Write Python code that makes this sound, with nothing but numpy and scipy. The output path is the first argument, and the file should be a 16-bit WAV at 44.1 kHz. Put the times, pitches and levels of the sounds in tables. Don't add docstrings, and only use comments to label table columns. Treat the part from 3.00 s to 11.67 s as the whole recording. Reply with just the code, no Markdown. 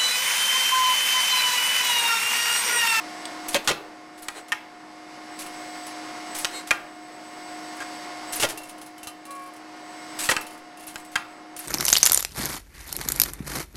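import sys
import numpy as np
from scipy import signal
from scipy.fft import rfft, irfft, next_fast_len
from scipy.io import wavfile
from scipy.ndimage import uniform_filter1d

SR = 44100
rng = np.random.default_rng(int(sys.argv[2]) if len(sys.argv) > 2 else 0)


def wav_record(signal):
    frames = np.transpose(np.atleast_2d(signal))
    bounded = np.clip(frames, -1, 1)
    quanta = np.round(bounded * 32767).astype(np.int16)
    wavfile.write(sys.argv[1], SR, quanta)


N = 382347

TIME = np.arange(N) / SR
AGE = np.arange(SR // 2) / SR


def amp(db):
    return 10 ** (np.asarray(db) / 20)


def unit(x):
    return x / np.sqrt(np.mean(x ** 2) + 1e-20)


def read(points, hz):
    f, value = np.transpose(points)
    return np.interp(np.log(hz + 1), np.log(f + 1), value)


def follow(rows):
    s, *columns = np.transpose(rows)
    return [np.interp(TIME, s, c) for c in columns]


def tilted(rows, slope_db):
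    return [(hz, db + slope_db * np.log2(hz), *rest) for hz, db, *rest in rows]


def add(mix, s, sound):
    part = mix[max(round(s * SR), 0):][:len(sound)]
    part += sound[:len(part)]


def noise(spectrum, size):
    n = next_fast_len(size)
    bins = rfft(rng.standard_normal(n))
    gain = amp(read(spectrum, np.fft.rfftfreq(n, 1 / SR)))
    return unit(irfft(bins * gain, n)[:size])


def drift(per_s):
    knots = rng.standard_normal(1024)
    return unit(np.interp(TIME * per_s, np.arange(len(knots)), knots))


def tone(hz):
    return np.sin(2 * np.pi * (np.cumsum(hz) / SR + rng.random()))


def decay(hold_s, t60_s):
    return amp(-60 * np.maximum(AGE - hold_s, 0) / t60_s)


def burst(hold_s, t60_s, rise_s):
    return (1 - np.exp(-AGE / rise_s)) * decay(hold_s, t60_s)


def ring(modes, hold_s, scatter_db, detune):
    hz, db, t60_s = np.transpose(modes)[:, :, None]
    weight = amp(db + scatter_db * rng.standard_normal(db.shape))
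    hz = hz * (1 + detune * rng.uniform(-0.96, 1, db.shape))
    waves = np.sin(2 * np.pi * (hz * AGE + rng.random(db.shape))) * decay(hold_s, t60_s)
    return (weight * waves).sum(0) / np.sqrt((weight ** 2).sum() / 2)


def hall(x):
    # hz, t60_s
    hall_decay = [(120, 0.48), (700, 1), (2000, 0.47), (4000, 0.37), (8000, 0.19), (15000, 0.49)]
    index = np.arange(SR)
    taps = rng.standard_normal(SR) * (rng.random(SR) < .1) * (index > .005 * SR)
    hz, t, z = signal.stft(taps, SR, nperseg=256)
    fade = amp(-60 * t / read(hall_decay, hz)[:, None])
    tail = signal.istft(z * fade, SR, nperseg=256)[1]
    return signal.fftconvolve(x, tail / np.linalg.norm(tail))[:N]


def hum(roar_db=-1, pump_db=-2, fan_db=-2, upper_db=4.5, waver_db=1.07, wobble=0.000394):
    # hz, relative_db_per_hz
    roar = [(25, -21), (65, -30), (130, -16.5), (280, -7.5), (430, -11.5), (600, -6), (1000, -6),
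            (1500, -10.5), (2200, -14), (3200, -22), (5500, -60)]
    hiss = [(1000, -22.5), (1900, 1), (2400, -6), (3200, -6.5), (5200, -6.5), (7000, -11.5), (9500, -15.5),
            (11500, -19), (13000, -29.5), (16000, -36)]
    # multiple_of_pulse_rate, relative_db
    pump = [(1, -11.5), (2, 2.5), (3, -7), (4, -11), (5, -12.5), (6, -7), (8, -15), (10, -17), (11, -15),
            (12, -16.5), (13, -10.5), (14, -11.5), (15, -11.5), (16, -43), (18, -15.5), (21, -22)]
    # hz, relative_db
    fan = [(310.2, 1), (2019, -18.5), (2125, -17), (5238, -19), (5507, -27), (5868, -17)]
    pump_hz = 359.22
    low, high = amp(-40.5), amp(-45.5)
    speed = 1 + wobble * drift(7)
    lines = [(k * pump_hz, db + pump_db) for k, db in pump] + [(hz, db + fan_db) for hz, db in fan]
    tones = np.zeros(N)
    for hz, db in lines:
        base = low if hz < 1500 else high * amp(upper_db)
        tones += base * amp(db + waver_db * drift(13)) * tone(hz * speed)
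    low_air = low * amp(roar_db + .8 * drift(25)) * noise(roar, N)
    high_air = high * amp(.5 * drift(33)) * noise(hiss, N)
    return tones + low_air + high_air


def servos(whir_db=-3, rub_db=-3, ripple=0.42, skirt_db=-11):
    # start_s, length_s, whistle_level_db
    loads = [(0.423, .08, -63), (1.162, 0.29, -51), (2.326, 0.6, -55), (3.304, 0.23, -49.5),
             (3.75, 0.78, -56.5), (4.547, 0.54, -60), (5.28, 0.096, -48), (6.797, .38, -58),
             (7.188, 0.2, -38.5), (7.925, 0.23, -50), (8.27, .1, -53)]
    # start_s, length_s, top_field_rate_hz, relative_db
    turns = [(1.33, 0.095, 148, -27.5), (3.48, 0.18, 202, -32.5)]
    # multiple_of_switching_rate, multiple_of_field_rate, relative_db
    sidebands = [(0, 11, -3.5), (1, -1, -1), (1, 1, 1.5), (1, 3, -12), (2, -2, -3), (2, 0, -1), (2, 2, -15),
                 (2, 4, -22), (3, -1, -16), (3, 1, -15), (3, 3, -22)]
    # time_s, mesh_hz, level_db
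    swing = [(6.229, 520, -69), (6.262, 557, -46), (6.305, 557, -34), (6.42, 549, -35.5), (6.5, 546, -40.5),
             (6.55, 547, -70)]
    # multiple_of_mesh_rate, relative_db
    gear = [(0.999, -10.5), (2, 6.5), (3, -9), (4.259, -9.5)]
    switching_hz, hold_db, load_ramp_s = 4000.4, -59, 0.089
    turn_arch = 0.76

    load = amp(hold_db)
    for s, length_s, db in loads:
        inside_s = np.minimum(TIME - s, s + length_s - TIME)
        load = load + amp(db) * np.clip(inside_s / load_ramp_s + .5, 0, 1)
    slow_ripple = ripple * noise([(10, 1), (40, -27.0), (90, -28)], N)
    fast_ripple = amp(skirt_db) * noise([(100, 12), (250, -14), (700, -38)], N)
    current = 1 + slow_ripple + fast_ripple
    out = np.sqrt(2) * load * current * tone(np.full(N, 2 * switching_hz))

    bearings = noise([(100, -36), (350, 3), (2800, 0.0), (4000, -8), (9000, -2), (15000, -26)], N)
    for s, length_s, top_hz, db in turns:
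        speed = abs(np.sin(np.pi * np.clip((TIME - s) / length_s, 0, 1))) ** turn_arch
        field_hz = top_hz * speed
        whir = sum(amp(level) * tone(round(m) * switching_hz + round(k) * field_hz)
                   for m, k, level in sidebands)
        voltage = (field_hz / 200) ** 3
        out += amp(db) * speed ** 2 * (amp(whir_db) * voltage * whir + amp(rub_db) * bearings)

    mesh_hz, swing_db = follow(swing)
    whine = sum(amp(level + 0.94 * drift(30)) * tone(k * mesh_hz) for k, level in gear)
    swinging = (TIME > swing[0][0]) * (TIME < swing[-1][0])
    return out + amp(swing_db) * whine * swinging


def wire(tick_db=-7, tick_t60_s=0.12, scrape_s=0.00084, snap=0.29, snap_s=0.00082):
    # start_s, relative_db
    ticks = [(2.4634, -33), (2.8674, -34), (4.768, -41), (5.3241, -26), (5.5747, -21.5), (5.6346, -27),
             (5.6945, -25.5), (5.8147, -25), (5.8616, -28.5), (5.9803, -29.5), (6.0312, -21),
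             (6.0711, -16.5), (6.2532, -26), (6.3071, -23), (7.4111, -21.5), (7.4669, -25.5), (7.7727, -30),
             (8.5649, -17.5)]
    # start_s, end_s, relative_db
    chatter = [(5.477, 5.858, -35.5), (6.319, 6.581, -35), (7.473, 7.579, -38), (7.795, 8.064, -30.5)]
    # hz, relative_db_per_hz
    scrape_spectrum = [(500, -7.5), (2800, -2), (6000, 2), (10000, 4), (16000, -10)]
    # hz, relative_db, t60_s
    wire_modes = [(1215, -6, 0.3), (2220, -10, 0.091), (2720, 1, 0.16), (3080, -22, .09), (3065, -2, 0.2),
                  (4100, -3, 0.13), (6280, -15, 0.076), (7720, -7.5, 0.2), (9570, 12.5, 0.055),
                  (9800, -13, 0.096), (10650, 3, 0.16), (11400, -15, 0.091), (11700, 0, 0.047),
                  (12700, 1, 0.059), (13700, -25, 0.11), (14600, -30, 0.1)]
    out = np.zeros(N)
    touches = [(s, db) for start, end, db in chatter for s in rng.uniform(start, end, size=12)]
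    for s, db in [*ticks, *touches]:
        hardness = rng.uniform(-0.91, 1)
        scrape = noise(tilted(scrape_spectrum, hardness), len(AGE)) * burst(scrape_s, tick_t60_s, .0001)
        ringing = ring(tilted(wire_modes, hardness), 0, 6, .012)
        add(out, s, amp(db + tick_db) * ((1 + snap * np.exp(-AGE / snap_s)) * scrape + ringing))
    return out


def valves(air_t60_s=0.14, start_hz=15500, end_hz=8500, fall_s=0.0073, sputter=0.16,
           gust_db=-23, gust_t60_s=1.0):
    # start_s, hold_s, level_db, whistle_gain_relative_to_air
    puffs = [(0.483, 0.0076, -31, 1.2), (0.504, 0.029, -40, 0), (0.529, 0.0089, -33, 0),
             (0.642, 0.032, -37, 0), (1.176, 0.017, -37, 0), (1.221, 0.024, -33, 1.5),
             (1.482, 0.0065, -33.5, 0), (2.389, 0.034, -32.5, 0), (3.347, .038, -32.5, 0),
             (3.385, .04, -35, 1.7), (3.67, 0.0093, -31.5, 0), (5.329, .018, -29.5, 0),
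             (5.356, .05, -34.5, 2.2), (5.4, 0.04, -24, 0), (5.486, 0.023, -27, 0),
             (7.188, 0.034, -26.5, 0), (7.235, 0.033, -25.5, 0), (7.295, 0.012, -17.5, 0),
             (7.867, 0.025, -31, 2.2), (8.115, .02, -35.5, 0), (8.589, 0.069, -29.5, 3)]
    # hz, relative_db_per_hz
    air_spectrum = [(300, -9.5), (1000, 3), (2500, 4), (5000, 3.5), (8000, 5), (10500, 5.5), (13000, -2),
                    (16000, -13)]
    # hz, relative_db_per_hz
    gust_spectrum = [(12, 22), (25, -19), (60, -27), (200, -43), (1000, -90)]
    out = np.zeros(N)
    for s, hold_s, db, whistle_gain in puffs:
        pressure = 0.73 + .5 * np.exp(-AGE / 0.013) + sputter * noise([(250, 8), (900, -44)], len(AGE))
        air = pressure * noise(air_spectrum, len(AGE)) * burst(hold_s, air_t60_s, 0.0018)
        gust = amp(gust_db) * noise(gust_spectrum, len(AGE)) * burst(hold_s, gust_t60_s, 0.0044)
        flutter = 1 + 0.05 * noise([(600, 2), (2500, -40)], len(AGE))
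        pitch_hz = (end_hz + (start_hz - end_hz) * np.exp(-AGE / fall_s)) * flutter
        whistle = whistle_gain * tone(pitch_hz) * burst(0.014, 0.036, 0.0008)
        add(out, s, amp(db) * (air + gust + whistle))
    return out


def clanks(modes_db=-4, clang_db=-2, free_db=-7, thud_t60_s=0.035, clang_t60_s=0.07, crack_t60_s=0.033,
           ring_t60_s=0.058, rattle=0.33, touch=2.46, room_db=-9):
    # start_s, chatter_s, body_relative_db,
    # brightness_db_per_octave, thud_relative_db, crack_relative_db, main_ring_hz, main_ring_relative_db
    blows_and_click = [(0.2545, 0.0014, -55, 2, -60, -32.5, 8300, -33),
                       (0.545, 0.003, -26, 12, -17.5, -17.5, 557, -39),
                       (0.551, 0.017, -21, 7, -31.5, -23, 567, -21.5),
                       (0.6746, 0.022, -16.5, -5.5, -29.5, -12, 2790, -23),
                       (0.7, 0.018, -18.5, 5, -24.5, -20.5, 585, -24.5),
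                       (1.2843, 0.00028, -17.5, 0, -32, -10.5, 1550, -32),
                       (1.5202, 0.0066, -11, 2, -56, -15, 1816, -11),
                       (3.4466, 0.0057, -27, -3, -46, -22, 1780, -28),
                       (3.708, 0.0052, -10.5, 2, -20.5, -15.5, 2435, -10),
                       (4.804, 0.023, -37.5, -5, -53, -39, 1626, -37),
                       (5.3987, 0.0022, -36, 6, -25.5, -28, 2800, -27),
                       (5.4253, 0.01, -24, 4, -26.5, -21.5, 2770, -24),
                       (5.434, 0.019, -21.5, 3, -22.5, -21, 578, -27.5),
                       (7.2897, 0.0074, -15, -1, -22.5, -17.5, 1913, -16),
                       (7.313, 0.0093, -16.5, 1, -20.5, -16.5, 1510, -25.5),
                       (7.3655, 0.0022, -14.5, 3, -23, -15.5, 1550, -18),
                       (7.958, 0.00092, -24.5, -3, -43, -19, 1600, -24),
                       (8.156, 0.0058, -9, 3, -30, -13.5, 1610, -11.5)]
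    # hz, relative_db, t60_s
    head_modes = [(832, -7, 0.47), (916, -10, 0.34), (1026, -6, 0.27), (1078, -13.5, 0.079),
                  (1219, -4.5, 0.24), (1410, -5, 0.21), (1642, -2.5, 0.2), (1727, -7, 0.12),
                  (1903, 0, 0.16), (2105, -2.5, 0.044), (2220, -6, 0.087), (2520, -50, 0.046),
                  (2415, -17, 0.048), (2800, -19, 0.038), (3150, -1, 0.067), (3100, -13, 0.059)]
    # hz, relative_db_per_hz
    thud_spectrum = [(25, -23), (90, -11), (180, -3.5), (300, -2), (430, 2.5), (650, -1), (900, 0.5),
                     (1500, -26)]
    clang_spectrum = [(400, -41), (750, -37), (1200, 10.5), (1800, 5.5), (2700, 11), (3400, -46),
                      (5500, -31), (9000, -48)]
    crack_spectrum = [(2000, -7.5), (3300, 2), (4200, 1), (5500, -1.5), (7000, -1.5), (10000, -7.5),
                      (13000, -16), (16000, -27)]
    casing, tool = np.zeros(N), np.zeros(N)
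    for s, chatter_s, body_db, bright_db, thud_db, crack_db, hz, ring_db in blows_and_click:
        contact = amp(free_db) + (1 - amp(free_db)) * burst(chatter_s, 0.057, .0001)
        rebounds = np.exp(rattle * (noise([(500, -1), (1500, -37)], len(AGE)) - 1))
        rebounds += touch * np.exp(-AGE / 0.00057)
        crack = amp(crack_db) * noise(crack_spectrum, len(AGE)) * burst(chatter_s, crack_t60_s, .00005)
        clang = noise(tilted(clang_spectrum, bright_db), len(AGE)) * burst(chatter_s, clang_t60_s, .0001)
        clang *= amp(body_db + clang_db)
        thud = amp(thud_db) * noise(thud_spectrum, len(AGE)) * burst(chatter_s, thud_t60_s, 0.0024)
        add(casing, s, contact * (thud + rebounds * (clang + crack)))

        modes = amp(body_db + modes_db) * ring(tilted(head_modes, bright_db), chatter_s, 0.68, 0.028)
        main = np.sqrt(2) * np.sin(2 * np.pi * hz * AGE) * burst(chatter_s, ring_t60_s, 0.0015)
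        add(tool, s, contact * (modes + amp(ring_db) * main))
    return tool + casing + amp(room_db) * hall(casing)


def scene(room_db=-12):
    small = valves() + wire()
    return (hum() + servos() + clanks() + small + amp(room_db) * hall(small))[None]


def gain_control(x):
    # hz, cut_db
    full_cut = [(300, 6), (1200, 8.5), (2200, 9.5), (5000, 12), (10000, 12.5)]
    sense_hz = 4830
    memory_s, lag_s = 1.55, .16
    opening_db, threshold_db, range_db = -42.5, -42, 2
    hz, t, z = signal.stft(x, SR, nperseg=1024)
    treble = signal.sosfilt(signal.butter(4, sense_hz, "high", fs=SR, output="sos"), x)
    powers = np.interp(t, TIME, uniform_filter1d(treble ** 2, size=512))
    step_s, full_db = t[1], read(full_cut, 2 * sense_hz)
    average, cut = amp(opening_db) ** 2, [0]
    for power in powers[:-1]:
        output_power = power * amp(-full_db * cut[-1]) ** 2
        average += (output_power - average) * step_s / memory_s
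        wanted = np.clip((10 * np.log10(average) - threshold_db) / range_db, 0, 1)
        cut.append(cut[-1] + (wanted - cut[-1]) * step_s / lag_s)
    gain = amp(-np.outer(read(full_cut, hz), cut))
    return signal.istft(z * gain, SR, nperseg=1024)[1][:N]


def record(dry):
    rounded = .8 * np.tanh(gain_control(dry[0]) / .8)
    lowpass = signal.firwin(401, 16000, window=("kaiser", 8), fs=SR)
    return signal.oaconvolve(rounded, lowpass, "same")[None]


dry = scene()
out = record(dry)
wav_record(out)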